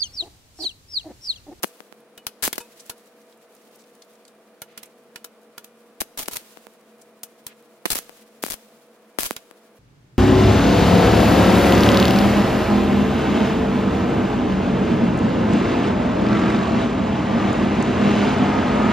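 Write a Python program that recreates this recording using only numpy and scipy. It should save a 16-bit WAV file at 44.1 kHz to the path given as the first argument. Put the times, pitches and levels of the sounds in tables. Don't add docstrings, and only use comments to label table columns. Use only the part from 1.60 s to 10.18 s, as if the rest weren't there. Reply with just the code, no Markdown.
import sys
import numpy as np
from scipy import signal
from scipy.fft import rfft, irfft, next_fast_len
from scipy.io import wavfile
from scipy.ndimage import uniform_filter1d

SR = 44100
rng = np.random.default_rng(int(sys.argv[2]) if len(sys.argv) > 2 else 0)


def file_out(sig):
    cols = np.atleast_2d(sig).T
    lim = np.clip(cols, -1, 1)
    pcm = np.round(lim * 32767).astype(np.int16)
    wavfile.write(sys.argv[1], SR, pcm)


N = 378378
TIME = np.arange(N) / SR
BURN_SAG_DB_PER_S = 44

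# start_s, length_s, sizzle_db, roar_re_sizzle_db, left_right_db, spatter_db
BURNS = [(0.025, 0.013, -39.5, -15, 3, -56), (0.8244, 0.056, -21, -12, 1.5, -56),
         (4.4041, 0.014, -23, -10.5, -1.5, -79), (4.5741, 0.061, -28.5, -8.5, 0.5, -52),
         (4.712, 0.037, -32.5, -11, -0.5, -55.5), (4.756, 0.016, -27.5, -6, -1, -53),
         (6.276, 0.028, -37.5, -24, 8, -70), (6.3027, 0.032, -20.5, -9.5, 3, -61),
         (6.35, 0.039, -25.5, -13, -1, -53), (6.824, 0.081, -34.5, -19, 4, -71),
         (6.901, 0.042, -31, -10.5, 0.5, -56.5), (7.586, 0.082, -25.5, -12, 0.5, -75),
         (7.66, 0.077, -39, -27, 4, -58)]
# start_s, sizzle_db, brightness_db, left_right_db
FLASHES = [(0.032, -20.5, 6, 6), (0.577, -35, 2, 2), (0.6671, -22.5, 5, 1), (0.9291, -24, 2, -2),
           (0.956, -32.5, 4, 9), (0.9801, -24, 6, 12), (1.2963, -22.5, 3, 3), (3.0187, -25.5, 4.5, -1.5),
           (3.176, -29.5, 3, -2.5), (3.2307, -34.5, 6, -4.5), (3.558, -31.5, -28, -1),
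           (3.6442, -28.5, 6.5, -0.5), (3.9792, -33, 0, -1), (4.043, -38.5, 7, -1), (4.657, -38, -7, 6),
           (4.68, -22.5, 7, 0.5), (5.6333, -27, 24, 1), (5.8659, -27, 11, -0.5), (6.255, -22.5, 1, -1),
           (7.764, -27, 0, -2)]
# pitch_hz, level_db, t60_s
ROD_MODES = [(483, -3, 0.14), (947, -5, 0.13), (1415, 2.5, 0.05), (1700, -10.5, 0.082), (2455, -18, 0.08),
             (2563, -16.5, 0.15), (2940, -8.5, 0.12), (3660, -12, 0.065), (4670, -12, 0.05)]


def arc(thrown):
    # freq_hz, density_db
    sizzle_spectrum = [(700, -15), (1400, 0), (3000, 0.5), (5500, -0.5), (8500, -2.5), (12000, 1),
                       (16000, -5)]
    roar_spectrum = [(25, 8), (70, -1.5), (125, 14.5), (220, 5), (500, -0.5), (1000, -1.5), (1800, -27.5),
                     (4000, -53.5)]
    flash_s, flash_roar_db, burn_bright_db = 0.0032, -9, 6.5
    surge_db, surge_s = 7, 0.0037
    grains = colour(crackle(per_s=10000, spread_db=2.0), sizzle_spectrum) * from_db(2.73 * drift(500))
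    dull = butter(grains, 5430, "low", order=1)
    gas = colour(stereo_noise(common=0.17), roar_spectrum)
    clamp = sum(from_db(db) * resonate(gas, hz, 0.22 * hz) for hz, db, _ in ROD_MODES)
    roar = wind_filter(gas) + from_db(-5) * clamp
    deep = from_db(-2) * butter(gas, 84, "low", order=4)
    surges = np.zeros(N)
    surges[[round(s * SR) for s, *_ in thrown]] = from_db(surge_db)
    sputter = 1 + decay(surges, surge_s)
    flares = [(s, flash_s, db, flash_roar_db, bright_db, side_db)
              for s, db, bright_db, side_db in FLASHES]
    flares += [(s, length_s, db, roar_db, burn_bright_db, side_db)
               for s, length_s, db, roar_db, side_db, _ in BURNS]
    out = np.zeros((2, N))
    for start_s, length_s, db, roar_db, bright_db, side_db in flares:
        span, glow = burst(start_s, length_s, rise_s=0.00043, fall_s=0.0021)
        _, heat = burst(start_s, length_s, rise_s=0.00023, fall_s=0.00099)
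        treble = from_db(1.63 * (bright_db - 4.5)) * (grains[:, span] - dull[:, span])
        sizzle = rms_one(dull[:, span] + treble)
        plume = np.clip((length_s - .005) / 0.02, 0, 1)
        hot_gas = from_db(roar_db) * heat * (roar[:, span] + plume * deep[:, span])
        unsteady = sputter[span] / np.sqrt(np.average(sputter[span] ** 2, weights=glow))
        strength = from_db(db - BURN_SAG_DB_PER_S * (TIME[span] - start_s)) * unsteady
        out[:, span] += strength * pan(side_db) * (glow * sizzle + hot_gas)
    return out


def pops():
    # start_s, thump_db, crack_db, left_right_db
    bridge_bursts = [(0.032, -19, -15, -27), (0.038, -2, -16, -15), (0.0436, -1, -14, 12),
                     (0.205, -18.5, -39, 16), (0.3256, -22, -38, -15), (0.8782, -1.5, -5, -3.5),
                     (0.981, -7.5, -12, -38), (4.4171, -5, -7, 21), (4.6845, -7, -8.5, 14),
                     (4.9727, -22, -36, 16), (5.0689, -21, -33, -11), (6.256, -1.5, -22, -32),
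                     (6.2618, -4.5, -8, -37), (6.3557, -8.5, -3.5, 11), (6.3889, -16.5, -11, 5),
                     (6.4946, -20, -30, 13), (6.838, 0.5, -4.5, 2.5), (6.8645, -12, -12, 18),
                     (6.8841, -16.5, -22, -14), (6.9085, -15, -5, 33), (6.921, -35, -9.5, 41),
                     (6.9406, -16.5, -15, 13), (7.5874, 0.5, -9, 20), (7.709, -1.5, -8, -7.5),
                     (7.912, -23, -34.5, 12)]
    steps = impulses([(s, thump_db, side_db) for s, thump_db, _, side_db in bridge_bursts])
    cracks = impulses([(s, crack_db, side_db / 2) for s, _, crack_db, side_db in bridge_bursts])
    widened = steps - from_db(-12.5) * steps[::-1]
    blast = butter(decay(widened, tau_s=0.00025), 6400, "low", order=1)
    return from_db(0.5) * (wind_filter(blast) + needles(cracks))


def sparks(start_s, length_s, sizzle_db, per_s=120, count=24):
    gaps_s = rng.uniform(.5, 1.5, count) / per_s
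    ages_s = np.cumsum(gaps_s) - gaps_s[0]
    size, side = rng.standard_normal((2, count))
    level_db = sizzle_db + 5.5 + 2.5 * size - BURN_SAG_DB_PER_S * ages_s
    side_db = 11 + 10 * side
    return np.transpose([start_s + ages_s, level_db, side_db])[ages_s < length_s]


def snaps(thrown):
    # start_s, level_db, left_right_db
    loud_sparks = [(0.6682, -8.5, 1), (0.8318, 3, 17), (0.8416, -1.5, 16), (0.8832, -12, 10),
                   (0.9294, -6.5, 12), (4.4078, -12, -37), (4.7693, -4, 31), (6.3097, -14, 25),
                   (6.322, -4.5, 19), (7.5976, -10, 29.5), (7.608, -5.5, 20), (7.6333, 2, 19)]
    flash_sparks = [(s, db + 3 + 0.37 * bright_db, side_db) for s, db, bright_db, side_db in FLASHES]
    return needles(impulses(loud_sparks + thrown + flash_sparks))


def needles(clicks):
    t = TIME[:200]
    wake = rng.standard_normal((2, len(t))) * np.exp(-t / .0003)
    needle = clicks + from_db(-23) * signal.fftconvolve(clicks, wake, axes=1)[:, :N]
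    sheen = from_db(-7) * resonate(needle, 9000, 5000)
    return from_db(5.5) * (butter(needle, 1500, "high", order=1) + sheen)


def rod_ring():
    # start_s, level_db, favoured_hz
    knocks = [(.578, -36.5, 3100), (.668, -39, 3000), (1.005, -32, 2550), (1.006, -32, 770),
              (1.014, -37, 2570), (1.311, -43, 1410), (3.02, -37.5, 1580), (3.559, -37, 1820),
              (3.645, -53, 500), (3.979, -35.5, 1740)]
    touch_re_flash_db, touch_hz, rolloff_db_per_octave = -14, 2270, 11.4
    touches = [(s, db + touch_re_flash_db, touch_hz) for s, db, *_ in FLASHES]
    t, out = TIME[:SR // 4], np.zeros((2, N))
    for start_s, db, favoured_hz in knocks + touches:
        at = round(start_s * SR)
        for hz, mode_db, t60_s in ROD_MODES:
            loss_db = rolloff_db_per_octave * abs(np.log2(hz / favoured_hz))
            strength = from_db(db + mode_db - loss_db + 1.6 * rng.standard_normal((2, 1)))
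            out[:, at:at + len(t)] += strength * from_db(-60 * t / t60_s) * np.sin(2 * np.pi * hz * t)
    return out


def hisses():
    # start_s, length_s, level_db, centre_hz
    noise_bursts = [(0.064, 0.018, -48, 8900), (1, 0.017, -43, 7150), (1.194, 0.015, -44.5, 5200),
                    (1.256, 0.01, -50, 7800), (1.949, 0.0032, -47.5, 11600), (2.157, 0.003, -46, 11500),
                    (2.188, 0.036, -59, 5150), (2.419, 0.0053, -44, 4130), (2.651, 0.0015, -37.5, 4340),
                    (2.678, 0.0029, -49, 7260), (3.077, 0.2, -61, 1890), (3.254, 0.0087, -50.5, 8000),
                    (5.412, 0.0105, -50, 7000), (5.875, 0.055, -54, 1700)]
    out, grit = np.zeros((2, N)), stereo_noise(common=0.35)
    for start_s, length_s, db, hz in noise_bursts + holder_ticks():
        span, envelope = burst(start_s, length_s, rise_s=0.0019, fall_s=0.0012)
        out[:, span] += from_db(db) * envelope * noise_band(grit[:, span], hz, 1.3 * hz)
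    return out


def holder_ticks(count=12, from_s=1.25, to_s=2.8, length_s=0.0047, mean_db=-56, median_hz=6900):
    starts_s = np.interp(np.arange(count) + rng.random(count), [0, count], [from_s, to_s])
    levels_db = mean_db + 3 * rng.standard_normal(count)
    centres_hz = np.minimum(median_hz * 2 ** (0.5 * rng.standard_normal(count)), SR / 4)
    return [(s, length_s, db, hz) for s, db, hz in zip(starts_s, levels_db, centres_hz)]


def spatter():
    # time_s, level_db
    faint_hiss = [(0, -67.5), (0.9, -71), (1.25, -55.5), (1.5, -65.5), (2.3, -63.5), (2.9, -67.5),
                  (5.5, -68), (5.9, -62.5), (6.2, -69), (8.2, -68.5)]
    # freq_hz, density_db
    fizz_spectrum = [(300, -8), (700, -13.5), (1500, 5), (3000, 5.5), (6000, 3), (10000, 2.5),
                     (16000, -0.5)]
    cool_db_per_s, landing_s, strays_per_s = 38, 0.027, 16
    landed = np.zeros(N)
    for start_s, length_s, *_, spatter_db in BURNS:
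        landed[round((start_s + length_s) * SR)] = from_db(spatter_db) ** 2
    cooling = signal.lfilter([1], [1, -from_db(-cool_db_per_s / SR) ** 2], landed)
    droplet_power = uniform_filter1d(cooling, int(landing_s * SR) + 1)
    hiss_power = from_db(np.interp(TIME, *np.transpose(faint_hiss))) ** 2
    frying = stereo_noise(common=0.051) + from_db(-4) * crackle(per_s=2200, spread_db=-3.5)
    strays = needles((rng.random(N) < strays_per_s / SR) * rng.uniform(-1, 1, (2, N)))
    fizz = from_db(2.0 + 2.2 * drift(40)) * colour(frying, fizz_spectrum)
    return np.sqrt(droplet_power + hiss_power) * (fizz + from_db(23) * strays)


def workshop(x, near_db, near_t60_s, far_db, far_t60_s):
    t = TIME[:SR]
    near = rng.standard_normal((2, SR)) * from_db(-60 * t / near_t60_s) * (t > .0008)
    far = butter(rng.standard_normal((2, SR)), 9800, "low", order=1)
    far *= from_db(-60 * t / far_t60_s) * (t > .01)
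    echoes = (from_db(near_db) * rms_one(near) + from_db(far_db) * rms_one(far)) / np.sqrt(SR)
    return signal.fftconvolve(x, echoes, axes=1)[:, :N]


def welder():
    # freq_hz, density_db
    fan_spectrum = [(25, -25), (90, -20), (125, -24.5), (190, -2.5), (300, 3.5), (400, 3.5), (600, 2),
                    (800, -3), (1200, -3.5), (2000, -10.5), (4000, -20.5), (9500, -34.5), (16000, -37)]
    # centre_hz, stage_width_hz, level_db
    case_modes = [(146.4, 6.1, -78), (220, 32, -63), (480, 40, -68), (669, 140, -67.5), (2402, 23, -79),
                  (9600, 830, -77.5)]
    # pitch_hz, level_db
    hum_lines = [(220.7, -65.5), (436.0, -65.5), (479.1, -58), (511.4, -65.5), (656.8, -63.5),
                 (1168, -76.5)]
    out = from_db(-57) * colour(room_noise(split_hz=2400), fan_spectrum)
    for hz, width_hz, db in case_modes:
        out += from_db(db) * noise_band(room_noise(split_hz=2260), hz, width_hz)
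    for hz, db in hum_lines:
        phase = 2 * np.pi * hz * TIME + 0.32 * drift(3.6) + 0.1 * np.array([drift(7), drift(4.7)])
        out += np.sqrt(2) * from_db(db - 2.0 + 0.4 * drift(11)) * np.sin(phase)
    return out


def background(switch_s=8.19, fade_s=0.0086):
    # freq_hz, density_db
    rumble_spectrum = [(25, -20), (55, -5), (85, -15.5), (120, 3.5), (190, -12), (350, -16.5), (600, -25),
                       (2000, -32), (6000, -39), (16000, -52)]
    running = np.clip((switch_s - TIME) / fade_s + .5, 0, 1)
    rumble = from_db(-52.5) * colour(room_noise(split_hz=530), rumble_spectrum)
    return running * (welder() + spatter()) + (1 - running) * rumble


def room_noise(split_hz):
    mid, side = rng.standard_normal((2, N))
    side = butter(side, split_hz, "high") + from_db(-15) * rng.standard_normal(N)
    return mid + side * np.array([[1], [-1]])


def wind_filter(x):
    return butter(x, 208, "high", order=5) + from_db(-20) * butter(x, 130, "low", order=2)


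def crackle(per_s, spread_db):
    sizes = from_db(spread_db * np.minimum(rng.exponential(1, N), 4.5))
    return rms_one((rng.random(N) < per_s / SR) * sizes * rng.standard_normal((2, N)))


def stereo_noise(common):
    return np.sqrt(common) * rng.standard_normal(N) + np.sqrt(1 - common) * rng.standard_normal((2, N))


def drift(per_s):
    knots = rng.standard_normal(int(N / SR * per_s) + 2)
    return rms_one(np.interp(TIME * per_s, np.arange(len(knots)), knots))


def burst(start_s, length_s, rise_s, fall_s):
    span = slice(int(start_s * SR), int((start_s + length_s + 0.018) * SR))
    t = TIME[span] - TIME[span][0]
    return span, (1 - np.exp(-t / rise_s)) * np.exp(-np.maximum(t - length_s, 0) / fall_s)


def impulses(rows):
    out = np.zeros((2, N))
    for start_s, db, side_db in rows:
        out[:, [round(start_s * SR)]] += from_db(db) * pan(side_db)
    return out


def decay(x, tau_s):
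    return signal.lfilter([1], [1, -np.exp(-1 / (tau_s * SR))], x + 1e-18)


def colour(x, spectrum):
    hz, db = np.transpose(spectrum)
    size = next_fast_len(N)
    bins_hz = np.maximum(np.fft.rfftfreq(size, 1 / SR), 1)
    gain = from_db(np.interp(np.log(bins_hz), np.log(hz), db))
    return rms_one(irfft(rfft(x, size) * gain, size)[:, :N])


def noise_band(noise, hz, stage_width_hz):
    return rms_one(resonate(resonate(noise, hz, stage_width_hz), hz, stage_width_hz))


def resonate(x, hz, width_hz):
    r = np.exp(-np.pi * width_hz / SR)
    feedback = [1, -2 * r * np.cos(2 * np.pi * hz / SR), r * r]
    return signal.lfilter(np.array([1, 0, -1]) * (1 - r * r) / 2, feedback, x + 1e-18)


def butter(x, hz, kind, order=2):
    return signal.sosfilt(signal.butter(order, hz, kind, fs=SR, output="sos"), x + 1e-18)


def pan(db):
    return rms_one(from_db([[db / 2], [-db / 2]]))


def rms_one(x):
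    return x / np.sqrt(np.mean(x ** 2) + 1e-20)


def from_db(db):
    return 10 ** (np.asarray(db) / 20)


def scene():
    thrown = [spark for start_s, length_s, db, *_ in BURNS for spark in sparks(start_s, length_s, db)]
    sizzle = arc(thrown) + hisses()
    cracks = pops() + snaps(thrown)
    send = sizzle + from_db(-26) * cracks
    room = workshop(send, near_db=-6, near_t60_s=0.075, far_db=-25.5, far_t60_s=0.91)
    return sizzle + cracks + rod_ring() + room + background()


def record(dry):
    ceiling, cutoff_hz = 1.15, 16000
    rounded = ceiling * np.tanh(dry / ceiling)
    return signal.sosfiltfilt(signal.ellip(10, .05, 60, cutoff_hz, fs=SR, output="sos"), rounded)


dry = scene()
out = record(dry)
file_out(out)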